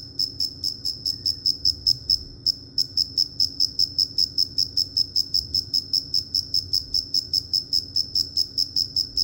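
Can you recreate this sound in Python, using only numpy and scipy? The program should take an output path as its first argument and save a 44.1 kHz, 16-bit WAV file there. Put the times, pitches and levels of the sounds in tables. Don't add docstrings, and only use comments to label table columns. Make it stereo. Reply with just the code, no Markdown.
import sys
import numpy as np
from scipy import signal
from scipy.fft import rfft, irfft, next_fast_len
from scipy.io import wavfile

SR = 44100
rng = np.random.default_rng(int(sys.argv[2]) if len(sys.argv) > 2 else 0)


def store_wav(level_fs):
    pcm = np.round(np.clip(np.atleast_2d(level_fs), -1, 1) * 32767)
    wavfile.write(sys.argv[1], SR, pcm.T.astype(np.int16))


N = 407043
FFT_SIZE = next_fast_len(N, real=True)
FFT_HZ = np.fft.rfftfreq(FFT_SIZE, 1 / SR)
WING_HZ, WING_WIDTH_HZ = 5062, 810
RASP_DB = -32

# t/s, tone gain/dB, lag of the right channel/ms
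MIC_SWAY = [(0.2, -6.5, 0.073), (0.85, -6.5, 0.087), (1.85, -7, 0.042), (2.7, -8, 0.048),
            (3.4, -6.5, 0.057), (4.7, -7.5, 0.055), (5.6, -6.5, .065), (9.2, -6.5, 0.068)]


def from_db(db):
    return 10 ** (np.asarray(db) / 20)


def rms_one(x):
    return x / np.sqrt(np.mean(np.abs(x) ** 2) + 1e-20)


def panned(x, db):
    return np.array([x * from_db(db / 2), x * from_db(-db / 2)])


def at_hz(curve, hz):
    knots_hz, values = np.transpose(curve)
    return np.interp(np.log(np.maximum(hz, 1)), np.log(knots_hz), values)


def colour(x, spectrum, channel_gain=1):
    shape = rms_one(from_db(at_hz(spectrum, FFT_HZ)))
    return irfft(rfft(x, FFT_SIZE) * shape * channel_gain, FFT_SIZE)[..., :N]


def drift(rate):
    place = np.arange(N) * rate / SR
    values = rng.standard_normal(int(place[-1]) + 2)
    return rms_one(np.interp(place, np.arange(len(values)), values))


def phase_of(hz):
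    return 2 * np.pi * np.cumsum(hz) / SR


def span(middle_s, length_s):
    at = np.arange(int((middle_s - length_s / 2) * SR), int((middle_s + length_s / 2) * SR))
    inside = (at >= 0) & (at < N)
    return at[inside], np.linspace(0, 1, len(at))[inside]


def room_tone(level_db=-47):
    # f/Hz, relative density/dB
    spectrum = [(20, -18.5), (45, -10.5), (62, -3), (95, -1), (165, -10.5), (260, -12.5), (420, -16.5),
                (650, -25), (1000, -33), (1500, -32), (2200, -47), (3200, -65), (8000, -49), (16000, -65)]
    # f/Hz, correlation
    likeness = [(60, 0.97), (150, 0.99), (300, 0.79), (500, 0.3), (800, 0.038), (16000, 0)]
    alike = at_hz(likeness, FFT_HZ)
    mid_side_gain = np.sqrt(np.array([1 + alike, 1 - alike]) / 2)
    mid, side = colour(rng.standard_normal((2, N)), spectrum, mid_side_gain)
    return from_db(level_db) * np.array([mid + side, mid - side])


def motor_hum(waver=0.33, wander_hz=14):
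    # f/Hz, rms level/dB, pitch wander/Hz, left minus right/dB
    partials = [(91.1, -50, 3.21, 0.5), (116.8, -54, 3.08, 2), (141.9, -58, 2.5, 2.5), (214, -66.5, 1.6, 3),
                (268.8, -56.5, 2.1, 2), (284.8, -56, 1.76, 1), (357.4, -62.5, 2.185, 8),
                (486, -73.5, 3.74, 4), (562, -81, 1.34, -12), (1250, -83, 2.26, 7), (1480, -82.5, 2.5, -24),
                (1940, -87, 3.9, 2), (3555, -88, 20, 14)]
    step = 5
    t = np.arange(0, N, step) / SR
    knots, out = np.arange(int(t[-1] * wander_hz) + 2), 0
    for hz, db, width_hz, pan_db in partials:
        wander = np.interp(t * wander_hz, knots, rng.standard_normal(len(knots)))
        swell = np.interp(t * wander_hz, knots, rng.standard_normal(len(knots)))
        partial = (1 + waver * swell) * np.sin(step * phase_of(hz + width_hz * wander))
        out = out + panned(from_db(db) * rms_one(partial), pan_db)
    return signal.resample_poly(out, step, 1, axis=1)[:, :N]


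def low_bumps(pitch_spread=0.2):
    # middle t/s, rms level at the crest/dB, f/Hz, length/s
    swells = [(1.713, -41, 70, .35), (1.93, -39, 75.4, 0.38), (2.146, -40.5, 71.3, 0.33),
              (2.28, -44, 36, 0.29), (5.502, -41.5, 73.4, .55), (6.882, -45, 66.3, 0.63),
              (9.169, -43.5, 66.5, 0.27)]
    out, wander = np.zeros(N), 1 + pitch_spread * drift(35)
    for s, db, hz, length in swells:
        at, along = span(s, length)
        swell = from_db(db) * np.sin(np.pi * along) ** 2
        out[at] += swell * np.sqrt(2) * np.sin(phase_of(hz * wander[at]))
    return out


def far_whistle(start_s=1.07, attack_s=0.054, hold_s=0.17, release_s=0.2, level_db=-69,
                note_hz=1808, scoop_hz=110, settle_s=0.043, blur_hz=22, flutter=0.48):
    length = attack_s + hold_s + release_s
    at, along = span(start_s + length / 2, length)
    t, out = along * length, np.zeros(N)
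    envelope = np.interp(t, [0, attack_s, attack_s + hold_s, length], [0, 1, 1, 0])
    level = from_db(level_db) * envelope * (1 + flutter * drift(70.5)[at])
    hz = note_hz + scoop_hz * np.exp(-t / settle_s) + blur_hz * drift(200)[at]
    out[at] = level * np.sqrt(2) * np.sin(phase_of(hz))
    return out


def room_reverb(x, frame_db=-19, frame_s=0.011, early_db=-22, early_s=0.017, tail_db=-16.5):
    # f/Hz, t60/s
    t60 = [(1000, 0.13), (5200, 1), (8000, 0.3), (11000, 0.41), (13000, 0.55), (16000, 0.25)]
    t = np.arange(SR) / SR
    hz = np.fft.rfftfreq(len(t), 1 / SR)
    white = rfft(rng.standard_normal((2, len(t))))
    edges, tail = np.linspace(0, SR / 2, 12), 0
    for low, high in zip(edges, edges[1:]):
        band = irfft(white * ((hz >= low) & (hz < high)), len(t))
        tail = tail + band * from_db(-60 * t / at_hz(t60, (low + high) / 2))
    frame = rng.standard_normal(tail.shape) * np.exp(-t / frame_s) * (t > .0018)
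    early = rng.standard_normal(tail.shape) * np.exp(-t / early_s) * (t > .007)
    song_band, response = np.abs(hz - WING_HZ) < 150, 0
    for part, db in ((frame, frame_db), (early, early_db), (tail * (t > .012), tail_db)):
        strength = np.sqrt(np.mean(np.abs(rfft(part)[:, song_band]) ** 2, axis=1, keepdims=True))
        response = response + from_db(db) * part / strength
    pre_roll = x[:, int(.15 * SR):int(.27 * SR)]
    wet = signal.fftconvolve(np.hstack([pre_roll, x]), response, axes=1)
    return wet[:, pre_roll.shape[1]:][:, :N]


def wall_slaps(x):
    # delay/s, gain/dB
    slaps = [(0.038, -22), (.0598, -33.5)]
    out = np.zeros((2, N))
    for delay, db in slaps:
        lags = ((delay + rng.uniform(0, .0003, 2)) * SR).astype(int)
        for side, lag in enumerate(lags):
            out[side, lag:] += from_db(db) * x[side, :-lag]
    return out


def chirps():
    # first stroke t/s, number of strokes
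    rhythm = [(0.1966, 5), (0.4052, 5), (0.6416, 5), (0.8543, 5), (1.0598, 5), (1.261, 5), (1.4615, 5),
              (1.6554, 5), (1.8708, 5), (2.1001, 5), (2.4683, 4), (2.7842, 4), (2.977, 5), (3.1801, 5),
              (3.4032, 5), (3.6039, 5), (3.7943, 5), (3.9884, 5), (4.1854, 6), (4.3839, 5), (4.585, 5),
              (4.7758, 5), (4.971, 5), (5.1629, 5), (5.346, 5), (5.5484, 5), (5.7409, 5), (5.9374, 5),
              (6.1439, 5), (6.349, 5), (6.5446, 5), (6.7356, 5), (6.9463, 5), (7.1461, 5), (7.3382, 5),
              (7.538, 5), (7.7327, 6), (7.9635, 5), (8.1573, 6), (8.3726, 5), (8.5818, 5), (8.7666, 6),
              (8.9677, 5), (9.1768, 5)]
    s, db, _ = np.transpose(MIC_SWAY)
    return [(start, count, np.interp(start, s, db)) for start, count in rhythm]


def strokes(spacing_s=.0108, slowing=0.079, growth_db=1.5):
    rows = []
    for start, count, db in chirps():
        place = np.arange(count)
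        lag = place + slowing * place * (place - 1) / 2
        length = spacing_s * place[-1]
        for k in place:
            effort_db = growth_db * (k / place[-1] - .5)
            rows.append((start + length * lag[k] / lag[-1], db + effort_db, RASP_DB + effort_db, k))
    return rows


def wing_opening(level_db=-36, ahead_s=0.0079, length_s=0.014, attack_s=.003, fade_db=9, uneven_db=5.5):
    # f/Hz, relative density/dB
    spectrum = [(1000, -23), (3000, -14), (4300, 2.5), (5250, 14.5), (6200, 4), (7500, 4), (9400, -13),
                (11000, -24), (15700, -19)]
    rows, touch = chirps(), np.zeros(N)
    chances = rng.standard_normal((len(rows), 2)).clip(-1.5, 1.5)
    for (start, _, db), (timing, accent) in zip(rows, chances):
        at, along = span(start - ahead_s + 0.0011 * timing, length_s)
        attack = np.minimum(along * length_s / attack_s, 1)
        touch[at] = attack * from_db(db + level_db + 2 * accent - fade_db * along)
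    scrape = touch * from_db(uneven_db * drift(400)) * rng.standard_normal((2, N))
    return colour(scrape, spectrum) * from_db([[-1.5], [1.5]])


def file_brush(drive_db=-24, rasp_db=-15, ahead_s=0.0082, length_s=0.0033, tooth_hz=5150):
    drive, rasp = np.zeros(N, complex), np.zeros(N)
    for start, _, db in chirps():
        accent, detune, timing = rng.standard_normal(3)
        at, along = span(start - ahead_s + 0.0011 * timing, length_s)
        hz = np.full(len(at), tooth_hz + 120 * detune)
        press = from_db(3 * accent) * np.sin(np.pi * along)
        drive[at] = from_db(db + drive_db) * press * np.exp(1j * phase_of(hz))
        rasp[at] = from_db(RASP_DB + rasp_db) * press
    return drive, rasp


def scraper(tooth_hz=5234, first_s=0.0082, later_s=0.0075, first_sag_hz=480, later_sag_hz=380,
            slip_width=0.066, slip_loss_db=4.5):
    rows, drive, rasp = strokes(), np.zeros(N, complex), np.zeros(N)
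    chances = rng.standard_normal((len(rows), 8)).clip(-1.6, 1.6)
    for (s, db, rasp_db, k), chance in zip(rows, chances):
        stretch, detune, stumble, stumble_shift, jump, jump_shift, accent, roughness = chance
        if k == 0:
            length = first_s
            at, along = span(s - .0003, length)
            hz = tooth_hz + 50 - first_sag_hz * along ** 4
            skip_rad = 0
            press = from_db(1.3) * np.abs(np.sin(np.pi * along)) ** 1.16
            rasp_db -= 11
        else:
            length = later_s * np.exp(.12 * stretch)
            at, along = span(s + .0007, length)
            hz = tooth_hz + 25 * detune - later_sag_hz * along ** 3
            stumbled = (1 + np.tanh((along - 0.15 - 0.13 * stumble_shift) / slip_width)) / 2
            jumped = (1 + np.tanh((along - 0.57 - 0.037 * jump_shift) / slip_width)) / 2
            skip_rad = 0.91 * stumble * stumbled + (1.68 + 0.87 * jump) * jumped
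            press = np.abs(np.sin(np.pi * along ** 0.78)) * from_db(1.53 - slip_loss_db * jumped)
        force = from_db(db + 0.47 * accent) * np.sqrt(later_s / length) * press
        drive[at] += force * np.exp(1j * (phase_of(hz) + skip_rad + rng.uniform(0, 2 * np.pi)))
        rasp[at - round(.0009 * SR)] += from_db(rasp_db + 1.4 * roughness) * press ** 0.065
    return drive, rasp


def tooth_rasp(envelope, grain_db=3, alike=0.25):
    # f/Hz, relative density/dB
    spectrum = [(900, -13.5), (2200, -19.5), (2800, -14.5), (3400, -17), (4400, -1), (5300, -6.5),
                (6400, 6.5), (7800, -1), (9400, -14), (10600, -6.5), (11600, -3.5), (12800, -9),
                (14400, -3), (15700, 4)]
    # f/Hz, left minus right/dB
    ports = [(1500, -1), (2900, 3), (4600, 2), (6200, 12), (7700, -13.5), (9200, 5.5), (10600, 5.5),
             (11600, -4), (14500, -3), (15700, -1)]
    noise = np.sqrt(alike) * rng.standard_normal(N) + np.sqrt(1 - alike) * rng.standard_normal((2, N))
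    grains = rms_one(from_db(grain_db * drift(1500)))
    return colour(noise * envelope * grains, spectrum, panned(0.9, at_hz(ports, FFT_HZ)))


def wing_ring(drive, jitter_rad=0.11, pan_db=-3.5, overtone_db=-38):
    radius = np.exp(-np.pi * WING_WIDTH_HZ / SR)
    pole = radius * np.exp(2j * np.pi * WING_HZ / SR)
    jittered = drive * np.exp(1j * jitter_rad * drift(1800))
    wing = signal.lfilter([1 - radius], [1, -pole], jittered + 1e-18)
    s, _, lag_ms = np.transpose(MIC_SWAY)
    right_lag_s = np.interp(np.arange(N) / SR, s, lag_ms) / 1000
    phase = np.angle(wing) - 2 * np.pi * WING_HZ * np.array([np.zeros(N), right_lag_s])
    swing = panned(np.abs(wing), pan_db)
    overtones = from_db(overtone_db) * (np.cos(2 * phase) + np.cos(3 * phase))
    return swing * np.cos(phase), swing * overtones


def cricket(rasp_send_db=6, overtone_send_db=8.5):
    stroke_drive, stroke_rasp = scraper()
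    brush_drive, brush_rasp = file_brush()
    tone, overtones = wing_ring(stroke_drive + brush_drive)
    rasp = tooth_rasp(stroke_rasp + brush_rasp) + wing_opening()
    direct = tone + overtones + rasp
    send = tone + from_db(overtone_send_db) * overtones + from_db(rasp_send_db) * rasp
    song = direct + room_reverb(send) + wall_slaps(direct)
    return song * direct.std(axis=1, keepdims=True) / song.std(axis=1, keepdims=True)


def scene():
    return cricket() + room_tone() + motor_hum() + low_bumps() + far_whistle()


def record(dry):
    return signal.sosfiltfilt(signal.ellip(10, .05, 60, 15800, fs=SR, output="sos"), dry)


dry = scene()
out = record(dry)
store_wav(out)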